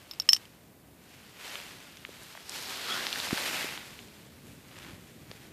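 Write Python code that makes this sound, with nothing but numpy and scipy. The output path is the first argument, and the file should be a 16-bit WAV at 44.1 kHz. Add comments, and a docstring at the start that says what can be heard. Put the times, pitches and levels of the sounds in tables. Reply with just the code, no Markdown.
"""Outdoors on snow, the last dominoes of a row topple close to a hand-held camera.
The hard tiles clack, ring briefly and settle. Then the person holding the camera shifts and crouches:
winter clothing rubs and swishes, creases tick, packed snow crunches and the hand bumps the housing.
A quiet rumble and a thin hiss lie underneath. Snow gives no echo; both channels carry the same sound."""
import sys
import numpy as np
from scipy import signal
from scipy.fft import rfft, irfft
from scipy.io import wavfile
from scipy.ndimage import uniform_filter1d

SR = 44100
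rng = np.random.default_rng(int(sys.argv[2]) if len(sys.argv) > 2 else 0)


def waveform_to_disk(signal):
    """Save audio, clipped to [-1, 1], as 16-bit WAV at the path in sys.argv[1]."""
    frames = np.transpose(np.atleast_2d(signal))
    scaled = np.clip(frames, -1, 1) * 32767
    samples = np.round(scaled).astype(np.int16)
    wavfile.write(sys.argv[1], SR, samples)


N = 243431
T = np.arange(N) / SR

# EQ curves of the low rumble, the air and the rubbing cloth: frequency_hz, level_db
RUMBLE_EQ = [(15, -47.5), (25, -16), (80, -3.5), (172, -2), (240, -4), (355, -7.5), (590, -15.5),
             (634, -22), (682, -22.5), (800, -35), (1040, -58.5), (1760, -120)]
AIR_EQ = [(210, -42), (350, -11), (594, -3), (623, -3), (1280, -10), (1380, -16.5), (1440, -10),
          (6060, -22.5), (14500, -15.5)]
CLOTH_EQ = [(88, -42), (150, -20.5), (196, -7.5), (383, -4.5), (693, -4), (1100, -4.5), (1380, -2.5),
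            (2800, -2.5), (3320, -3.5), (5680, -6.5), (7150, -4), (10300, -7.5), (13700, -7.5),
            (14500, -19.5)]
# Moves of the body in its clothing; hiss and fold are relative to the move's level:
# start_s, hold_s, level_db, hiss_db, rise_s, fall_s, fold_hz, fold_db
MOVES = [(0.0, 0.42, -58, -7, .1, 0.32, 2500, -8.5), (1.12, 0.23, -58, -7, 0.23, .3, 2300, -8),
         (1.46, 0.11, -44.5, -7.5, 0.16, 0.51, 2470, -8), (2.16, 0.24, -53.5, -6, 0.803, 0.2, 2900, -10),
         (2.54, 0.083, -43, -4.5, 0.14, 0.54, 4600, -4.5), (2.91, 0.048, -37, -10, 0.45, 0.98, 3750, -6),
         (3.19, 0.22, -41.5, -4.5, 0.51, 0.32, 4430, -3.5), (3.47, 0.15, -36.5, -7, 0.44, 0.29, 2240, -4),
         (3.85, 0.13, -57.5, -3, 0.23, 1, 2300, -6.5), (4.47, 0.055, -60.5, -1.5, 0.083, 0.27, 2300, -6),
         (4.79, 0.089, -56.5, -4, 0.32, 0.94, 2100, -7.5), (5.33, 0.15, -58, -6, 0.38, .3, 2160, -8)]
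# Glide of a sliding fold of ribbed fabric: time_s, pitch_hz, lower_tone_db, upper_tone_db
SWISH_GLIDE = [(2.86, 1170, -48, -54), (2.9, 1265, -40.5, -41), (2.92, 1305, -41, -32),
               (2.96, 1455, -36.5, -44), (3.02, 1720, -42.5, -51)]
# Soft bumps of the hand on the camera: start_s, peak_db, pitch_hz
HAND_BUMPS = [(2.0912, -37, 407), (3.3284, -18, 249), (3.644, -29, 357), (4.933, -37, 150),
              (5.2990, -38.5, 160), (5.3143, -39.5, 450)]
# Standout ticks of clothing and snow crust: start_s, peak_db, low_hz, high_hz
TICKS = [(1.5555, -22.5, 1200, 3500), (1.971, -32, 1400, 5300), (2.0504, -23, 1090, 3400),
         (2.234, -34, 2500, 12100), (2.3515, -35, 600, 2100), (2.3749, -33.5, 800, 2100),
         (2.4948, -19.5, 3800, 9400), (3.0678, -12.5, 905, 4840), (3.1283, -15.5, 2200, 5300),
         (3.1578, -25.5, 1050, 1800), (3.2007, -18, 2600, 4800), (3.2715, -27.5, 600, 1600),
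         (3.3083, -18.5, 600, 2600), (3.3751, -20, 1500, 4500), (3.3812, -22.5, 600, 2600),
         (3.7765, -22, 546, 3780), (3.815, -37, 1200, 3600), (3.9908, -31.5, 1800, 4400),
         (4.7875, -33, 2700, 9000), (5.3143, -26.5, 700, 4840)]
# Click of an edge meeting a face: pitch_hz, level_db, t60_s
EDGE_MODES = [(1220, -12, 0.0055), (3000, -10.5, .006), (3750, -3.5, 0.0075), (4830, -0.5, .008)]
# Knock of two tiles pressed together: pitch_hz, level_db, t60_s
KNOCK_MODES = [(1243, -13, 0.0084), (1880, -10.5, 0.013), (2700, -15.5, .008), (3067, 1.5, 0.0105),
               (4560, -6, 0.011), (7050, -15, 0.011), (7640, -14, 0.011), (8400, -8, .009),
               (9550, -21.5, .012)]
# Free ring of a tile, relative to its main mode: pitch_ratio, level_db, t60_ratio
RING_MODES = [(1, 0, 1), (2.281, -21, 0.76), (2.485, -27.5, 0.98), (2.62, -40.5, .5)]
# Tile hits tile, four falls and their rebounds:
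# start_s, ring_db, knock_db, click_db, crack_db, contact_s, ring_t60_s, pitch_hz, overtone_db
CLACKS = [(0.1116, -29, -46, -22, -62, 0.0018, .045, 5300, 11),
          (0.1355, -49, -45, -31.5, -60, .001, .05, 5350, 18),
          (0.1477, -58, -55, -42, -70, .001, .03, 5350, 15),
          (0.199, -13.5, -32, -15, -34, 0.00045, .025, 5360, 4),
          (0.2195, -38, -48, -31, -53, .001, .04, 5380, 14),
          (0.2893, -34, -7, -34, -31, .003, .02, 5350, 0),
          (0.2908, -1, -25, -32, -27, .005, .14, 5327, -3.5),
          (0.2952, -50, -23.5, -40, -55, .001, .02, 5330, 1),
          (0.308, -40, -35.5, -33.5, -46, .001, .03, 5336, 7.5),
          (0.322, -26.5, -33.5, -33.5, -34.5, 0.0018, 0.0604, 5380, 14),
          (0.3314, -0.5, -12.5, -21, -17, 0.0083, .05, 5340, -0.5),
          (0.3315, -7, -24, -28.5, -25, 0.006, .02, 5160, -0.5),
          (0.337, -28.5, -26, -33.5, -37, .002, .04, 5340, 14.5),
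          (0.346, -19.5, -32, -27.5, -33, .001, .052, 5356, 1),
          (0.3637, -25, -26.5, -22, -42, 0.0018, .035, 5400, 6),
          (0.3684, -40, -30, -37, -52, .002, .03, 5350, 17.5),
          (0.454, -68, -40, -46, -62, .002, .02, 5350, 0)]


def undb(db):
    """Decibels to gain."""
    return 10 ** (np.asarray(db) / 20)


def unit(x):
    """Scale to an rms of 1."""
    return x / np.sqrt(np.mean(x ** 2))


def fade(t, t60_s):
    """Exponential decay, 60 dB down after t60_s."""
    return np.exp(-np.log(1000) * t / t60_s)


def add(out, start_s, sound):
    """Drop a sound onto the track."""
    i = int(round(start_s * SR))
    out[i:i + len(sound)] += sound[:N - i]


def band(x, low_hz, high_hz, order=2):
    """Causal band-pass."""
    return signal.sosfilt(signal.butter(order, [low_hz, high_hz], "band", fs=SR, output="sos"), x)


def equalise(x, curve):
    """Shape a sound with an EQ curve."""
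    hz, db = np.transpose(curve)
    bins_hz = np.maximum(np.fft.rfftfreq(N, 1 / SR), 1)
    return irfft(rfft(x) * undb(np.interp(np.log(bins_hz), np.log(hz), db)), N)


def wander(rate_hz):
    """Smooth random modulation with an rms of 1."""
    width = int(SR / rate_hz)
    steps = np.repeat(rng.standard_normal(N // width + 1), width)
    return unit(uniform_filter1d(uniform_filter1d(steps, width), width)[:N])


def triggers(per_s):
    """Randomly scattered one-sample grains."""
    return rng.random(N) < per_s / SR


def swell(start_s, hold_s, rise_s, fall_s, range_db=20):
    """Envelope of a move: climbs range_db per rise_s up to start_s, holds, drops range_db per fall_s."""
    before = np.maximum(start_s - T, 0) / rise_s
    after = np.maximum(T - start_s - hold_s, 0) / fall_s
    return undb(-range_db * (before + after))


def outdoor_bed(standing_db=-58, crouched_db=-54.5, regrip_db=5, air_db=-61):
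    """Low rumble that swells with the grip on the camera, under a thin steady hiss."""
    level_db = np.interp(T, [2.4, 3.7], [standing_db, crouched_db])
    level_db += regrip_db * np.exp(-((T - 4.92) / 0.14) ** 2)  # the hand tightens once
    rumble = unit(equalise(rng.standard_normal(N), RUMBLE_EQ)) * undb(level_db + wander(12))
    air = unit(equalise(rng.standard_normal(N), AIR_EQ))
    return rumble + undb(air_db) * air


def snow_crunch(level_db=-51, grains_per_s=900):
    """Packed snow gives way under a shifting weight, grain by grain."""
    breaks = triggers(grains_per_s) * rng.uniform(-1, 1, N)
    envelope = swell(start_s=4.77, hold_s=0.12, rise_s=0.19, fall_s=0.13)
    return undb(level_db) * envelope * unit(band(breaks, 750, 3600))


def cloth_envelopes(rest_db=-70, rest_hiss_db=-71.5):
    """Gains of the cloth's body and hiss: moves add in power, and cloth never lies quite still."""
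    body_power, hiss_power = undb(rest_db) ** 2, undb(rest_hiss_db) ** 2
    for start_s, hold_s, level_db, hiss_db, rise_s, fall_s, *_ in MOVES:
        gain = undb(level_db) * swell(start_s, hold_s, rise_s, fall_s)
        body_power += gain ** 2
        hiss_power += (gain * undb(hiss_db)) ** 2
    return np.sqrt(body_power), np.sqrt(hiss_power)


def cloth_rustle(grains_per_s=2500, spread_db=2.5, smooth_db=1, catch_db=0.88, split_hz=5600):
    """Fibres slip in countless tiny grains, giving a broad body and a fine hiss on top."""
    body_gain, hiss_gain = cloth_envelopes()
    sizes = undb(spread_db * np.minimum(rng.exponential(size=N), 6)) * rng.choice([-1, 1], N)
    slips = unit(sizes * triggers(grains_per_s)) + undb(smooth_db) * rng.standard_normal(N)
    cloth = equalise(slips, CLOTH_EQ)
    body = unit(band(cloth, 110, split_hz, order=5))
    hiss = unit(band(cloth, split_hz, 21200, order=5))
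    catching = undb(catch_db * wander(45))  # the cloth catches and lets go
    return catching * (body_gain * body + hiss_gain * hiss)


def cloth_folds(width_ratio=1.25, grains_per_s=1500):
    """In each move one stretched fold resonates as it rubs."""
    out = np.zeros(N)
    for start_s, hold_s, level_db, _, rise_s, fall_s, fold_hz, fold_db in MOVES:
        slips = triggers(grains_per_s) * rng.standard_normal(N)
        resonance = unit(band(slips, fold_hz / width_ratio, fold_hz * width_ratio))
        out += undb(level_db + fold_db) * swell(start_s, hold_s, rise_s, fall_s) * resonance
    return out


def cloth_crinkles(snaps_per_s=22, relative_db=-15):
    """Small creases snap at random, riding the cloth's envelope."""
    snaps = triggers(snaps_per_s) * rng.uniform(-1, 1, N)
    body_gain, _ = cloth_envelopes()
    return undb(relative_db) * body_gain * unit(band(snaps, 700, 2800))


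def cloth_swish(waver=0.099, upper_ratio=2.54, flutter_db=4):
    """Ribs of the weave skip over each other in two directions: two rough tones rising with speed."""
    times_s, *columns = np.transpose(SWISH_GLIDE)
    pitch_hz, lower_db, upper_db = (np.interp(T, times_s, column) for column in columns)
    sliding = (T > times_s[0]) & (T < times_s[-1])
    out = np.zeros(N)
    for ratio, level_db in ((1, lower_db), (upper_ratio, upper_db)):
        gain = undb(level_db + flutter_db * wander(600))
        rough_hz = pitch_hz * (ratio + waver * wander(1200))
        out += gain * np.sin(2 * np.pi * np.cumsum(rough_hz) / SR)
    return sliding * out


def hand_bumps(cycles=1.76, skew=0.49):
    """A soft push swings the camera body back and forth for under two cycles."""
    out = np.zeros(N)
    for start_s, peak_db, pitch_hz in HAND_BUMPS:
        turns = pitch_hz * T[:int(cycles * SR / pitch_hz)]
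        envelope = np.sin(np.pi * (turns / cycles) ** skew) ** 2
        swing = envelope * np.sin(2 * np.pi * turns)
        add(out, start_s, undb(peak_db) * swing / np.abs(swing).max())
    return out


def ticks(tail_db=-17, tail_t60_s=0.0069):
    """A crease or a bit of snow crust snaps: a sharp transient with a crumbling tail."""
    out, t = np.zeros(N), T[:SR // 20]
    for start_s, peak_db, low_hz, high_hz in TICKS:
        force = undb(tail_db) * rng.standard_normal(len(t)) * fade(t, tail_t60_s)
        force[0] += 1  # the snap itself
        tick = band(force, low_hz, high_hz, order=4)
        add(out, start_s, undb(peak_db) * tick / np.abs(tick).max())
    return out


def tile_impact(modes, t, detune=0.0094):
    """Short struck modes; every point of contact tunes them a little differently."""
    ratios = 1 + detune * rng.standard_normal(len(modes))
    return sum(undb(db) * fade(t, t60_s) * np.sin(2 * np.pi * hz * ratio * t)
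               for (hz, db, t60_s), ratio in zip(modes, ratios))


def tile_ring(pitch_hz, t60_s, overtone_db, t):
    """One hard tile rings freely; overtone_db sets its brightness."""
    return sum(undb(db + overtone_db * (ratio > 1)) * fade(t, t60_ratio * t60_s)
               * np.sin(2 * np.pi * pitch_hz * ratio * t) for ratio, db, t60_ratio in RING_MODES)


def dominoes(second_tile_hz=5785, landing_s=0.31, chatter_depth=0.22, lean_after_s=0.02, scrape_db=-24):
    """Each hit layers an edge click, a knock, a crack and a bright ring, choked while tiles touch."""
    out, t = np.zeros(N), T[:SR // 5]
    attack = 1 - np.exp(-t / 0.00046)  # the contact force takes a moment to build
    for start_s, ring_db, knock_db, click_db, crack_db, contact_s, t60_s, pitch_hz, overtone_db in CLACKS:
        # a second, higher tile rings faintly until the row lands on it
        second_db = -8.5 if start_s > landing_s else -28
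        ring = tile_ring(pitch_hz, t60_s, overtone_db, t)
        ring += undb(second_db) * tile_ring(second_tile_hz, t60_s, overtone_db, t)
        # the tile chatters, bounces free for a moment, then leans on its neighbour again
        chatter = unit(band(rng.standard_normal(len(t)), 150, 900))
        ring *= 1 + chatter_depth * fade(t, t60_s=0.1) * chatter
        ring *= fade(np.minimum(t, contact_s), t60_s=0.022)
        ring *= fade(np.maximum(t - lean_after_s, 0), t60_s=0.08)
        # the edge cracks against the face, then scrapes down it
        grit = unit(band(rng.standard_normal(len(t)), 3400, 9900))
        crack = grit * (fade(t, t60_s=0.012) + undb(scrape_db) * fade(t, t60_s=0.12))
        knock = undb(knock_db) * tile_impact(KNOCK_MODES, t)
        click = undb(click_db) * tile_impact(EDGE_MODES, t)
        add(out, start_s, attack * (undb(ring_db) * ring + knock + click + undb(crack_db) * crack))
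    return out


def scene():
    """A dry mono mix of all layers, sent to both channels."""
    mono = dominoes() + ticks() + hand_bumps()
    mono += cloth_rustle() + cloth_folds() + cloth_crinkles() + snow_crunch() + cloth_swish()
    mono += outdoor_bed()
    return np.array([mono, mono])


def record(dry, low_cut_hz=45, high_cut_hz=14800):
    """The camera thins the deep bass, hard-limits at full scale and cuts the top."""
    low_cut = signal.butter(2, low_cut_hz, "high", fs=SR, output="sos")
    high_cut = signal.ellip(10, 0.2, 70, high_cut_hz, fs=SR, output="sos")
    limited = np.clip(signal.sosfilt(low_cut, dry), -1, 1)
    return signal.sosfilt(high_cut, limited)


dry = scene()
out = record(dry)
waveform_to_disk(out)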